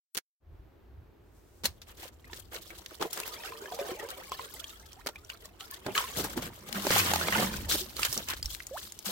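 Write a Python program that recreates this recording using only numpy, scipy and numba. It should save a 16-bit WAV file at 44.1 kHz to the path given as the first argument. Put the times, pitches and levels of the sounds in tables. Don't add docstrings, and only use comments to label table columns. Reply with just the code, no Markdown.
import sys
import numpy as np
from scipy import signal
from scipy.fft import rfft, irfft, next_fast_len
from scipy.io import wavfile
from scipy.ndimage import uniform_filter1d, map_coordinates
from numba import njit

SR = 44100
rng = np.random.default_rng(int(sys.argv[2]) if len(sys.argv) > 2 else 0)


def master_out(mix):
    frames = np.transpose(np.atleast_2d(mix))
    ceiling = np.clip(frames, -1, 1)
    pcm = np.round(ceiling * 32767).astype(np.int16)
    wavfile.write(sys.argv[1], SR, pcm)


N = 401751

# t/s, level/dB, body/dB, sizzle/dB, t60/s, balance/dB
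CRACKS = [(.149, -15, -33, 13, 0.0048, 7), (.153, -36, -8.5, -4, .05, 3), (.170, -28.5, -7, 0, .017, -12.5),
          (.175, -24, -16.5, 0.5, 0.031, -1), (.185, -29, -8.5, -5, 0.0091, -3.5),
          (1.636, -38.5, -4.5, -5, .052, 0), (1.641, -32.5, -7, -1, .15, -0.5),
          (1.651, -31, -7, 0, .06, -3), (1.655, -18.5, -14, 5, 0.04, 3), (1.817, -45, -14, -5, 0.07, 2),
          (2.332, -36.5, -7, -17, 0.024, -2), (2.562, -34, -12, -19, .025, 5),
          (2.861, -32, -20, -6, .015, 2), (3.012, -36, 5, -10, 0.038, -1), (3.025, -27, 4, -5, 0.021, 0.5),
          (3.130, -26.5, -24, 11.5, 0.045, 1), (3.174, -32, -1.5, 4, .032, 1.5),
          (3.201, -25.5, -10.5, 6, 0.024, 0), (3.278, -26.5, -11, 19, 0.021, 2),
          (3.745, -36, -20, 6, .027, -2), (4.088, -35.5, -9, 0, .022, -2), (4.319, -37, -7, -7, 0.023, -3),
          (4.540, -27.5, -29, 23, .012, -4), (5.062, -37.5, 6, 7, .04, 1), (5.070, -24.5, -7, -3, .028, -2),
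          (5.088, -38, 2, -3, .04, -1), (5.712, -26.5, -27.5, 33, 0.013, 5),
          (5.864, -32.5, 1.5, -4, 0.027, 1), (6.242, -29, -7, 14, 0.07, 2),
          (6.377, -31.5, 3.5, 1, 0.014, 2), (6.727, -27.5, -22, -1, .02, 10),
          (6.868, -24, 0.5, 1.5, 0.022, -2), (6.906, -17.5, 0.5, -8, .012, -5),
          (7.116, -21.5, -11, -2, .012, -2), (7.136, -17, -11, 4, .016, -4),
          (7.159, -15.5, -6.5, 1, 0.012, -4.5), (7.285, -20, -2.5, -15, .011, -2),
          (7.713, -20, -13, -11, 0.019, 4), (7.721, -23.5, -22, -2, 0.084, 2),
          (7.993, -28.5, -6, 11, 0.026, -4), (8.050, -18.5, -18, 3, 0.028, 0),
          (8.129, -27.5, -16, 16, .04, -8.5), (8.286, -28, -13, 3, .03, 1), (8.301, -29, -18, -6, .039, 4),
          (8.335, -31, -7.5, -6, 0.031, 0), (8.548, -30.5, -27, -3, .016, 9)]
# t/s of the peak, half-width/s, level/dB
BUFFETS = [(.54, 0.082, -48.5), (1.0, 0.091, -50), (1.7, .06, -53), (2.42, 0.22, -57.5),
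           (6.32, 0.14, -52.5), (7.58, .15, -41), (8.1, .2, -52), (8.46, 0.082, -46)]
# t/s, f/Hz, level/dB, t60/s
BOOMS = [(1.641, 200, -25, 0.057), (1.675, 69, -40, 0.28), (3.009, 270, -29.5, 0.051),
         (5.864, 268, -24, 0.067), (6.240, 300, -33, 0.045), (6.363, 349, -23.5, 0.082),
         (6.370, 247, -19, 0.074), (6.713, 229, -39, .15), (6.752, 197.6, -28.5, 0.29),
         (7.378, 207, -25, 0.14), (7.419, 190, -24, 0.26), (7.809, 372, -30, 0.1), (8.09, 130, -31, 0.071),
         (8.446, 55.3, -21.5, 0.093), (9.065, 195, -33, 0.18)]

# f/Hz, level/dB
CRACK_SPECTRUM = [(100, -45.5), (600, -44), (1500, -2), (4200, 6), (7000, 1), (10800, -3), (13000, -1.5),
                  (16000, -3.5)]
RUMBLE_SPECTRUM = [(10, -34), (28, -10.5), (50, 2.5), (80, 2.5), (105, -4.5), (200, -21.5), (500, -70)]
AIR_SPECTRUM = [(60, -20), (150, -6.5), (360, 3), (480, -3.5), (1500, -14), (4000, -25.5), (8000, -36),
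                (10800, -38), (13000, -27.5), (16000, -32)]
# f/Hz, level/dB
HEAVE_SPECTRUM = [(60, -28), (110, -5), (150, -7), (198, -0.5), (250, -3.5), (330, -7.5), (450, -26),
                  (900, -60)]
GULP_SPECTRUM = [(200, -32), (330, 3.5), (390, -2.5), (470, -2), (640, -1), (810, -3.5), (1000, 0),
                 (1600, -19)]
SPLASH_SPECTRUM = [(600, -12.5), (950, -4.5), (1200, -0.5), (1800, -3), (2400, -3.5), (3200, -1.5),
                   (5000, -19)]
SPRAY_SPECTRUM = [(1500, -26), (3000, -3), (4200, -2.5), (6000, -4), (8000, -4), (10800, -6), (13000, 0.5),
                  (16000, -2.5)]

# t/s, level/dB, gulps re level/dB, spray re level/dB,
# churn (0 gentle gurgling, 1 broken splashing)
FLOW = [(1.75, -76.5, 3, 3, .8), (2.45, -67.5, 0, 6.5, 0.3), (2.98, -62, 1, 4, .35),
        (3.25, -48.5, -1, -0.5, 0.23), (3.85, -48, 5, -2, .18), (4.25, -52, -3, 2, .2),
        (4.75, -56.5, -5, .5, 0.21), (5.25, -61, 0, -1, .2), (5.53, -62.5, 0.5, 0.5, 0.5),
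        (5.88, -53, -1.5, -2, 0.4), (6.08, -42, -7.5, 3.5, 0.28), (6.33, -46, -1, -0.5, .85),
        (6.6, -56, 2.5, 0, 0.8), (6.92, -33, -5.5, 4, .75), (7.42, -34, -2, -1, 0.35),
        (7.62, -46, -1, 1, 0.65), (7.92, -53.5, 0, 5.5, 0.95), (9.1, -61, -7, 5, .6)]
# t/s, level/dB
ROCKING = [(1.8, -68), (3.4, -62.5), (5.4, -67.5), (6.1, -57), (6.45, -43.5), (6.58, -53.5), (6.85, -43),
           (7.55, -38), (7.92, -54.5), (9.1, -64)]
# t/s, balance/dB
SPLASH_BALANCE = [(1.8, 1), (5.9, 0), (6.3, 2.5), (6.9, 1.5), (7.35, -2), (7.75, 1.5), (8.1, -2.5),
                  (8.5, 3), (9.1, 3.5)]
# t/s, hold/s, level/dB, gulps re level/dB, spray re level/dB
SCRAPES = [(1.88, 0.032, -52, -5.5, 0), (1.985, 0.043, -50, -3.5, 3.5), (2.035, 0.023, -45.5, -3, -3.5),
           (2.335, 0.047, -51, -3, 4.5), (2.53, .04, -43.5, -1, -1), (2.62, .06, -61, 0, 9),
           (2.705, 0.022, -49, -1, -3.5), (2.77, 0.057, -57, 0, 6.5), (2.91, 0.018, -47.5, -4.5, -2.5),
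           (3.012, .028, -38, 7, -2), (3.135, 0.016, -43.5, -6, 2), (3.175, 0.039, -41.5, -3, -2),
           (3.255, 0.031, -46, -4, 5.5), (7.70, 0.048, -38, -1, 13), (7.78, 0.022, -43, -4, 12),
           (9.06, .06, -40.5, -0.5, 8)]
GURGLES = [(2.27, 0.052, -56.5, 0, -11), (3.325, .015, -42.5, -8, -1), (3.425, 0.05, -40.5, -6, -2.5),
           (3.72, 0.036, -51, 7.5, 7.5), (3.79, 0.058, -43.5, 3, -3), (3.885, 0.04, -43, 2, -5.5),
           (3.995, 0.044, -43, 3, -10.5), (4.09, 0.037, -44, -5, -4), (4.175, .025, -46.5, 2, -18),
           (4.317, .02, -41.5, -6, -1.5), (4.39, .065, -47, -1, 1), (4.55, .04, -53, 4, 1),
           (4.70, 0.012, -52, -9, 4.5), (5.298, 0.019, -47, -9, -1.5), (5.425, 0.026, -54.5, 0, 2),
           (5.60, 0.02, -46.5, -7, 3), (5.708, .03, -48.5, -7, -1.5), (5.955, .045, -31, -13, -1)]
SLOSHES = [(5.868, .035, -41.5, 4.5, -17), (6.17, .035, -38, 4, 6.5), (6.243, 0.017, -41, 2, 2),
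           (6.37, 0.022, -44, 5.5, -2), (6.425, 0.044, -40.5, -1.5, 0), (6.672, .02, -47, -3, 2),
           (6.75, .035, -35.5, -5, -3), (6.92, 0.082, -24.5, -9.5, -1), (7.065, .035, -29, -9, -6),
           (7.335, .03, -28, -7, -5), (7.385, 0.045, -30.5, 1.5, 0.5), (8.17, 0.028, -41, 0, 4)]
DRIBBLES = [(7.982, .028, -43, -4, 7.5), (8.032, 0.036, -32.5, -15, 2.5), (8.10, 0.059, -45.5, -6, 11),
            (8.297, 0.033, -33.5, -18, -8), (8.355, 0.036, -52, -9, 4), (8.51, 0.035, -52.5, -13, 14.5),
            (8.695, 0.0087, -64, -10, 7), (8.778, 0.015, -48.5, -4, 8.5), (8.82, 0.051, -54.5, -8.5, 10)]
# attack/s, release t60/s, heave re gulps/dB, churn
SCRAPE_SHAPE = (.018, 0.16, -16, .9)
GURGLE_SHAPE = (.01, 0.24, -18.5, .24)
SLOSH_SHAPE = (.015, 0.157, -2, 0.78)
DRIBBLE_SHAPE = (0.03, 0.08, -5.5, .85)

# t/s, starting f/Hz, level/dB, t60/s
PLOPS = [(2.244, 1980, -46, .034), (2.298, 900, -44.5, .05), (2.331, 1740, -37.5, .034),
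         (2.705, 2190, -39.5, .043), (3.058, 434, -30, .059), (3.234, 2580, -32, .035),
         (3.436, 1830, -34, .027), (3.522, 993, -33.5, .054), (3.62, 400, -38, .13),
         (3.657, 1590, -32.5, .029), (3.721, 705, -30.5, .085), (3.790, 550, -27, .19),
         (3.812, 400, -32, .15), (3.892, 476, -31, .085), (3.918, 364, -27, .083), (4.03, 450, -34, .12),
         (4.319, 1020, -24, .035), (4.394, 990, -28, .036), (4.642, 3220, -29.5, .022),
         (4.931, 5600, -38, .008), (5.158, 2360, -36.5, .043), (5.248, 5700, -41, .014),
         (5.300, 2790, -27.5, .02), (5.608, 2950, -30.5, .009), (5.953, 1620, -25.5, .036),
         (5.964, 1150, -27, .039), (5.977, 1270, -20, .04), (5.978, 2930, -14, .017),
         (5.985, 1066, -21.5, .05), (6.007, 950, -30, .05), (6.040, 1025, -31.5, .072),
         (6.962, 780, -16.5, .03), (6.996, 1130, -18, .011), (7.001, 2460, -21, .022),
         (7.115, 748, -21, .025), (7.135, 815, -14.5, .022), (7.159, 797, -15.5, .022),
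         (7.212, 1410, -20, .027), (7.283, 2140, -22.5, .027), (7.325, 1860, -19, .04),
         (7.352, 1420, -20, .042), (7.358, 870, -22, .043), (7.392, 705, -26.5, .06),
         (7.418, 534, -26.5, .046), (7.428, 1110, -23.5, .036), (7.540, 1450, -26.5, .021),
         (7.967, 4170, -26, .012), (7.992, 1280, -25.5, .037), (8.031, 2620, -14.5, .014),
         (8.032, 4700, -20, .017), (8.127, 5200, -21, .017), (8.177, 5650, -18, .01),
         (8.428, 4800, -23.5, .021), (8.458, 5360, -22, .015), (8.603, 1960, -29.5, .014),
         (8.668, 6700, -27.5, .012), (8.922, 6860, -28, .006), (8.990, 5800, -25.5, .004)]
# t/s, starting f/Hz, level/dB, life/s
BLOOPS = [(4.175, 561, -51, 0.058), (4.600, 1210, -57, 0.043), (4.965, 734, -56, 0.058),
          (5.320, 1150, -58, .042), (8.711, 515, -38, .072)]
# t/s, level/dB
KNOCKS = [(5.863, -20.5), (5.886, -22.5), (6.201, -21.5), (6.247, -23), (6.375, -22), (6.850, -18.5),
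          (6.868, -15), (6.9043, -14.5), (7.752, -18.5), (8.165, -26)]
# f/Hz, level/dB, t60/s
TUB_MODES = [(200, -22, 0.12), (309, -4.5, 0.04), (387, 0, 0.038), (576, 0, 0.03), (790, 0, 0.015),
             (1480, -3, 0.0096)]
# t/s, f/Hz, level/dB
POCKET = [(6.88, 110.5, -75), (6.95, 105.6, -43), (7.01, 97.8, -36), (7.08, 87.4, -43), (7.17, 82, -39),
          (7.24, 82, -44), (7.32, 80, -75)]


def amp(db):
    return 10 ** (np.asarray(db) / 20)


def unit(x):
    return x / np.sqrt(np.mean(x ** 2) + 1e-20)


def curves(rows):
    times, *columns = np.transpose(rows)
    return [np.interp(np.arange(N) / SR, times, column) for column in columns]


def wobble(rate):
    return map_coordinates(rng.standard_normal(int(N * rate / SR) + 4), [np.arange(N) * rate / SR])


def colour(x, spectrum):
    n = x.shape[-1]
    padded = next_fast_len(n + 2048)
    hz, db = np.transpose(spectrum)
    gain = amp(np.interp(np.log(np.fft.rfftfreq(padded, 1 / SR) + 1), np.log(hz), db))
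    return irfft(rfft(x, padded) * gain, padded)[..., :n]


def noise(spectrum, side_db, size=N):
    mid, side = colour(rng.standard_normal((2, size)), spectrum) * amp([[0], [side_db]])
    return unit(np.array([mid + side, mid - side]))


def pan(db):
    return amp(np.array([[.5], [-.5]]) * db)


def add(out, start, sound):
    part = out[:, max(round(start * SR), 0):][:, :sound.shape[-1]]
    part += sound[..., :part.shape[1]]


@njit
def ring(rows, size, sr):
    out = np.zeros((2, size))
    for k in range(len(rows)):
        onset, hz, gain, t60, rise, ear_phase = rows[k]
        start = int(onset * sr)
        for i in range(min(int(t60 * sr), size - start)):
            t = i / sr
            phase = 2 * np.pi * hz * t * (1 + rise * t / t60 / 2)
            level = gain * np.exp(-np.log(1000) * t / t60) * (1 - np.exp(-3 * hz * t))
            out[0, start + i] += level * np.sin(phase + ear_phase / 2)
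            out[1, start + i] += level * np.sin(phase - ear_phase / 2)
    return out


def cracks(attack=.0012):
    out, t = np.zeros((2, N)), np.arange(SR // 6) / SR
    for start, db, body_db, sizzle_db, t60, balance in CRACKS:
        clicks = rng.standard_normal((2, len(t)))
        clicks *= amp(3 * np.repeat(rng.standard_normal(len(t)), 24)[:len(t)])
        snap = unit(colour(colour(clicks, CRACK_SPECTRUM), [(4000, 0.0071), (11000, sizzle_db)]))
        body = noise([(100, -14), (250, -2.5), (450, 1.5), (750, -4), (1500, -5), (4000, -29.5)],
                     side_db=-6, size=len(t))
        burst = snap * amp(-60 * t / t60) + amp(body_db - 60 * t / (t60 + 0.0081)) * body
        add(out, start - attack / 2, amp(db + 1.5) * pan(balance) * burst * np.minimum(t / attack, 1))
    return out


def reflections(x, t60=0.036, delay=0.0022):
    t = np.arange(SR // 5) / SR
    tail = noise([(100, -8), (500, -11), (2000, 3), (15000, -2.5)], side_db=1.5, size=len(t))
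    tail *= amp(-60 * t / t60) * (t > delay)
    return signal.fftconvolve(x, tail / np.linalg.norm(tail[0]), axes=1)[:, :N]


def outdoors(lull_db=-60):
    t = np.arange(N) / SR
    buffets = sum(amp(db) ** 2 * np.exp(-((t - peak) / width) ** 2) for peak, width, db in BUFFETS)
    swell = np.sqrt(amp(lull_db) ** 2 + buffets)
    rumble = swell * amp(1.6 * wobble(9)) * noise(RUMBLE_SPECTRUM, side_db=-13)
    fade_in, = curves([(.40, 0), (.43, 0.27), (.55, 0.97)])
    return fade_in * (rumble + amp(-62.5) * noise(AIR_SPECTRUM, side_db=-3.5))


def sleeve():
    level_db, = curves([(1.1, -100), (1.35, -73.5), (1.6, -67), (1.75, -71), (2.0, -100)])
    spectrum = [(1500, -13), (4000, -6.5), (8000, -3), (10800, -9), (14000, -6)]
    return amp(level_db + 1.5 * wobble(25)) * noise(spectrum, side_db=-0.5)


def booms(attack=0.0086):
    out, t = np.zeros((2, N)), np.arange(SR // 3) / SR
    for start, hz, db, t60 in BOOMS:
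        envelope = amp(db - 60 * t / t60) * (1 - np.exp(-t / attack))
        add(out, start, pan(-3) * envelope * np.sin(2 * np.pi * hz * t))
    return out


def ice_ping(start=1.6565, hz=4250, db=-17, t60=0.023):
    modes = [[start, hz, amp(db), t60, 0, .9],
             [start + 0.00101, hz * 0.96, amp(db - 16), 3 * t60, 0, -1.2]]
    return ring(np.array(modes), N, SR)


def stirring():
    flow_db, gulp_db, spray_db, flow_churn = curves(FLOW)
    power = amp([curves(ROCKING)[0], flow_db + gulp_db, flow_db, flow_db + spray_db]) ** 2
    churned = flow_churn * power[2:3]
    t = np.arange(SR // 3) / SR
    kinds = [(SCRAPES, SCRAPE_SHAPE), (GURGLES, GURGLE_SHAPE),
             (SLOSHES, SLOSH_SHAPE), (DRIBBLES, DRIBBLE_SHAPE)]
    for surges, (attack, release, heave, churn) in kinds:
        for peak, hold, db, gulp, spray in surges:
            shape = np.minimum(t / attack, 1) * amp(db - 60 * np.maximum(t - attack - hold, 0) / release)
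            surge = (amp([[gulp + heave], [gulp], [0], [spray]]) * shape) ** 2
            add(power, peak - attack, surge)
            add(churned, peak - attack, churn * shape ** 2)
    return 10 * np.log10(power), np.clip(churned[0] / power[2], 0, 1)


def swarm(level_db, peak_rate, low_hz, high_hz, cycles, rise, spread_db, thinning=.45):
    count = int(peak_rate * N / SR)
    when, pitch, luck, climb = rng.random((count, 4)).T
    strength, life, path = rng.standard_normal((count, 3)).T
    hz = low_hz * (high_hz / low_hz) ** pitch
    t60 = cycles / hz * np.exp(life / 2)
    gain = amp(spread_db * np.clip(strength, -2, 2)) * np.sqrt(hz / high_hz) * rng.choice([-1, 1], count)
    ear_phase = 2 * np.pi * hz * path * 0.0002825
    rows = np.column_stack([when * N / SR, hz, gain, t60, 2 * rise * climb, ear_phase])
    born = luck < amp(thinning * (level_db[(when * N).astype(int)] - level_db.max()))
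    bubbles = ring(rows[born], N, SR)
    power = np.mean(bubbles ** 2, axis=0)
    power = np.abs(uniform_filter1d(uniform_filter1d(power, size=2200), size=2200))
    return bubbles / np.sqrt(power + np.mean(power) / 100)


def spatter(level_db, spectrum, peak_rate, spread_db, rush_db, side_db):
    low_hz, high_hz = spectrum[1][0], spectrum[-2][0]
    impacts = swarm(level_db, peak_rate, low_hz, high_hz, 7, rise=0, spread_db=spread_db, thinning=.3)
    return unit(unit(colour(impacts, spectrum)) + amp(rush_db) * noise(spectrum, side_db))


def water():
    (heave_db, gulp_db, bubble_db, spray_db), churn = stirring()
    calm, broken = np.sqrt(1 - churn), np.sqrt(churn)
    heave = swarm(heave_db, 400, low_hz=85.4, high_hz=386, cycles=18, rise=0.058, spread_db=2)
    heave = unit(colour(heave, HEAVE_SPECTRUM))
    gulps = calm * swarm(gulp_db, 260, low_hz=370, high_hz=1005, cycles=80, rise=0.1, spread_db=4.5)
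    gulps += broken * spatter(gulp_db, GULP_SPECTRUM, 700, spread_db=7.5, rush_db=-8, side_db=0)
    rings = swarm(bubble_db, 900, low_hz=947.5, high_hz=3470, cycles=72, rise=0.19, spread_db=4.5)
    splash = spatter(bubble_db, SPLASH_SPECTRUM, 2600, spread_db=8.5, rush_db=-0.5, side_db=2.5)
    bubbles = calm * rings + broken * splash
    droplets = swarm(spray_db, 700, low_hz=3093, high_hz=8970, cycles=98, rise=0.11, spread_db=8)
    film = spatter(spray_db, SPRAY_SPECTRUM, 4500, spread_db=4.5, rush_db=0, side_db=0.5)
    fizz = film * (0.65 + 0.37 * broken) + 0.5 * calm * droplets
    bunching_db = np.interp(spray_db, [-55, -30], [3.8, 1.3])
    clumps = wobble(75)
    spray_clumps = 1.09 * clumps + 1.03 * np.array([wobble(90), wobble(90)])
    deep = amp(heave_db - 5) * heave + amp(gulp_db - 4.5) * gulps
    tinkle = amp(bubble_db - 4.5 + .5 * bunching_db * clumps) * bubbles * pan(-1.5)
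    spray = amp(spray_db - 3 + bunching_db * spray_clumps) * fizz * pan(0.35)
    fade_in, = curves([(1.66, 0), (1.78, 1)])
    balance, = curves(SPLASH_BALANCE)
    return fade_in * (deep * pan(-2.1) + (tinkle + spray) * pan(balance))


def plops(rise=0.21, tick_db=-7, tick_t60=0.018, wide_hz=1500):
    starts, hz, db, t60 = np.transpose(PLOPS)
    ear_phase = np.pi / 2 * np.tanh(hz / wide_hz) * rng.choice([-1, 1], len(hz))
    out = ring(np.column_stack([starts, hz, amp(db), t60, np.full(len(hz), rise), ear_phase]), N, SR)
    t = np.arange(SR // 20) / SR
    for start, f, level in zip(starts, hz, db):
        tick = noise([(f / 4, -20), (f, 0), (f * 2, -8), (f * 8, -26)], side_db=-5, size=len(t))
        add(out, start, amp(level + tick_db - 60 * t / tick_t60) * tick)
    return out


def bloops(glide=0.81):
    out, wavering = np.zeros((2, N)), amp(0.66 * wobble(110))
    for start, hz, db, life in BLOOPS:
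        t = np.arange(int(life * SR)) / SR
        pitch = hz / np.maximum(1 - glide * (t / life) ** 2, .29)
        envelope = (1 - np.exp(-t / 0.00049)) * np.minimum(1, (life - t) / 0.0046)
        envelope *= wavering[int(start * SR):][:len(t)]
        add(out, start, amp(db) * pan(-2.7) * envelope * np.sin(2 * np.pi * np.cumsum(pitch) / SR))
    return out


def knocks(attack=0.001):
    out, t = np.zeros((2, N)), np.arange(SR // 6) / SR
    for start, db in KNOCKS:
        thud = np.zeros(len(t))
        for hz, level, t60 in TUB_MODES:
            decay = amp(level + rng.normal(0, 2.8) - 60 * t / t60)
            thud += decay * np.sin(2 * np.pi * hz * rng.normal(1, 0.031) * t)
        add(out, start, amp(db - 7) * pan(-3.5) * thud * (1 - np.exp(-t / attack)))
    return out


def air_pocket(octave_db=-5):
    hz, db = curves(POCKET)
    phase = 2 * np.pi * np.cumsum(hz * (1 + 0.0141 * wobble(30))) / SR
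    hum = np.sin(phase) + amp(octave_db + 2.4 * wobble(6.1)) * np.sin(2 * phase)
    return (db > -70) * amp(db) * hum * pan(-1.8)


def scene():
    direct = water() + cracks() + ice_ping() + plops() + bloops() + knocks() + booms() + air_pocket()
    return direct + amp(-12.5) * reflections(direct) + outdoors() + sleeve()


def record(dry, top_hz=16100):
    return colour(dry, [(top_hz, 0), (top_hz + 300, -90)])


dry = scene()
out = record(dry)
master_out(out)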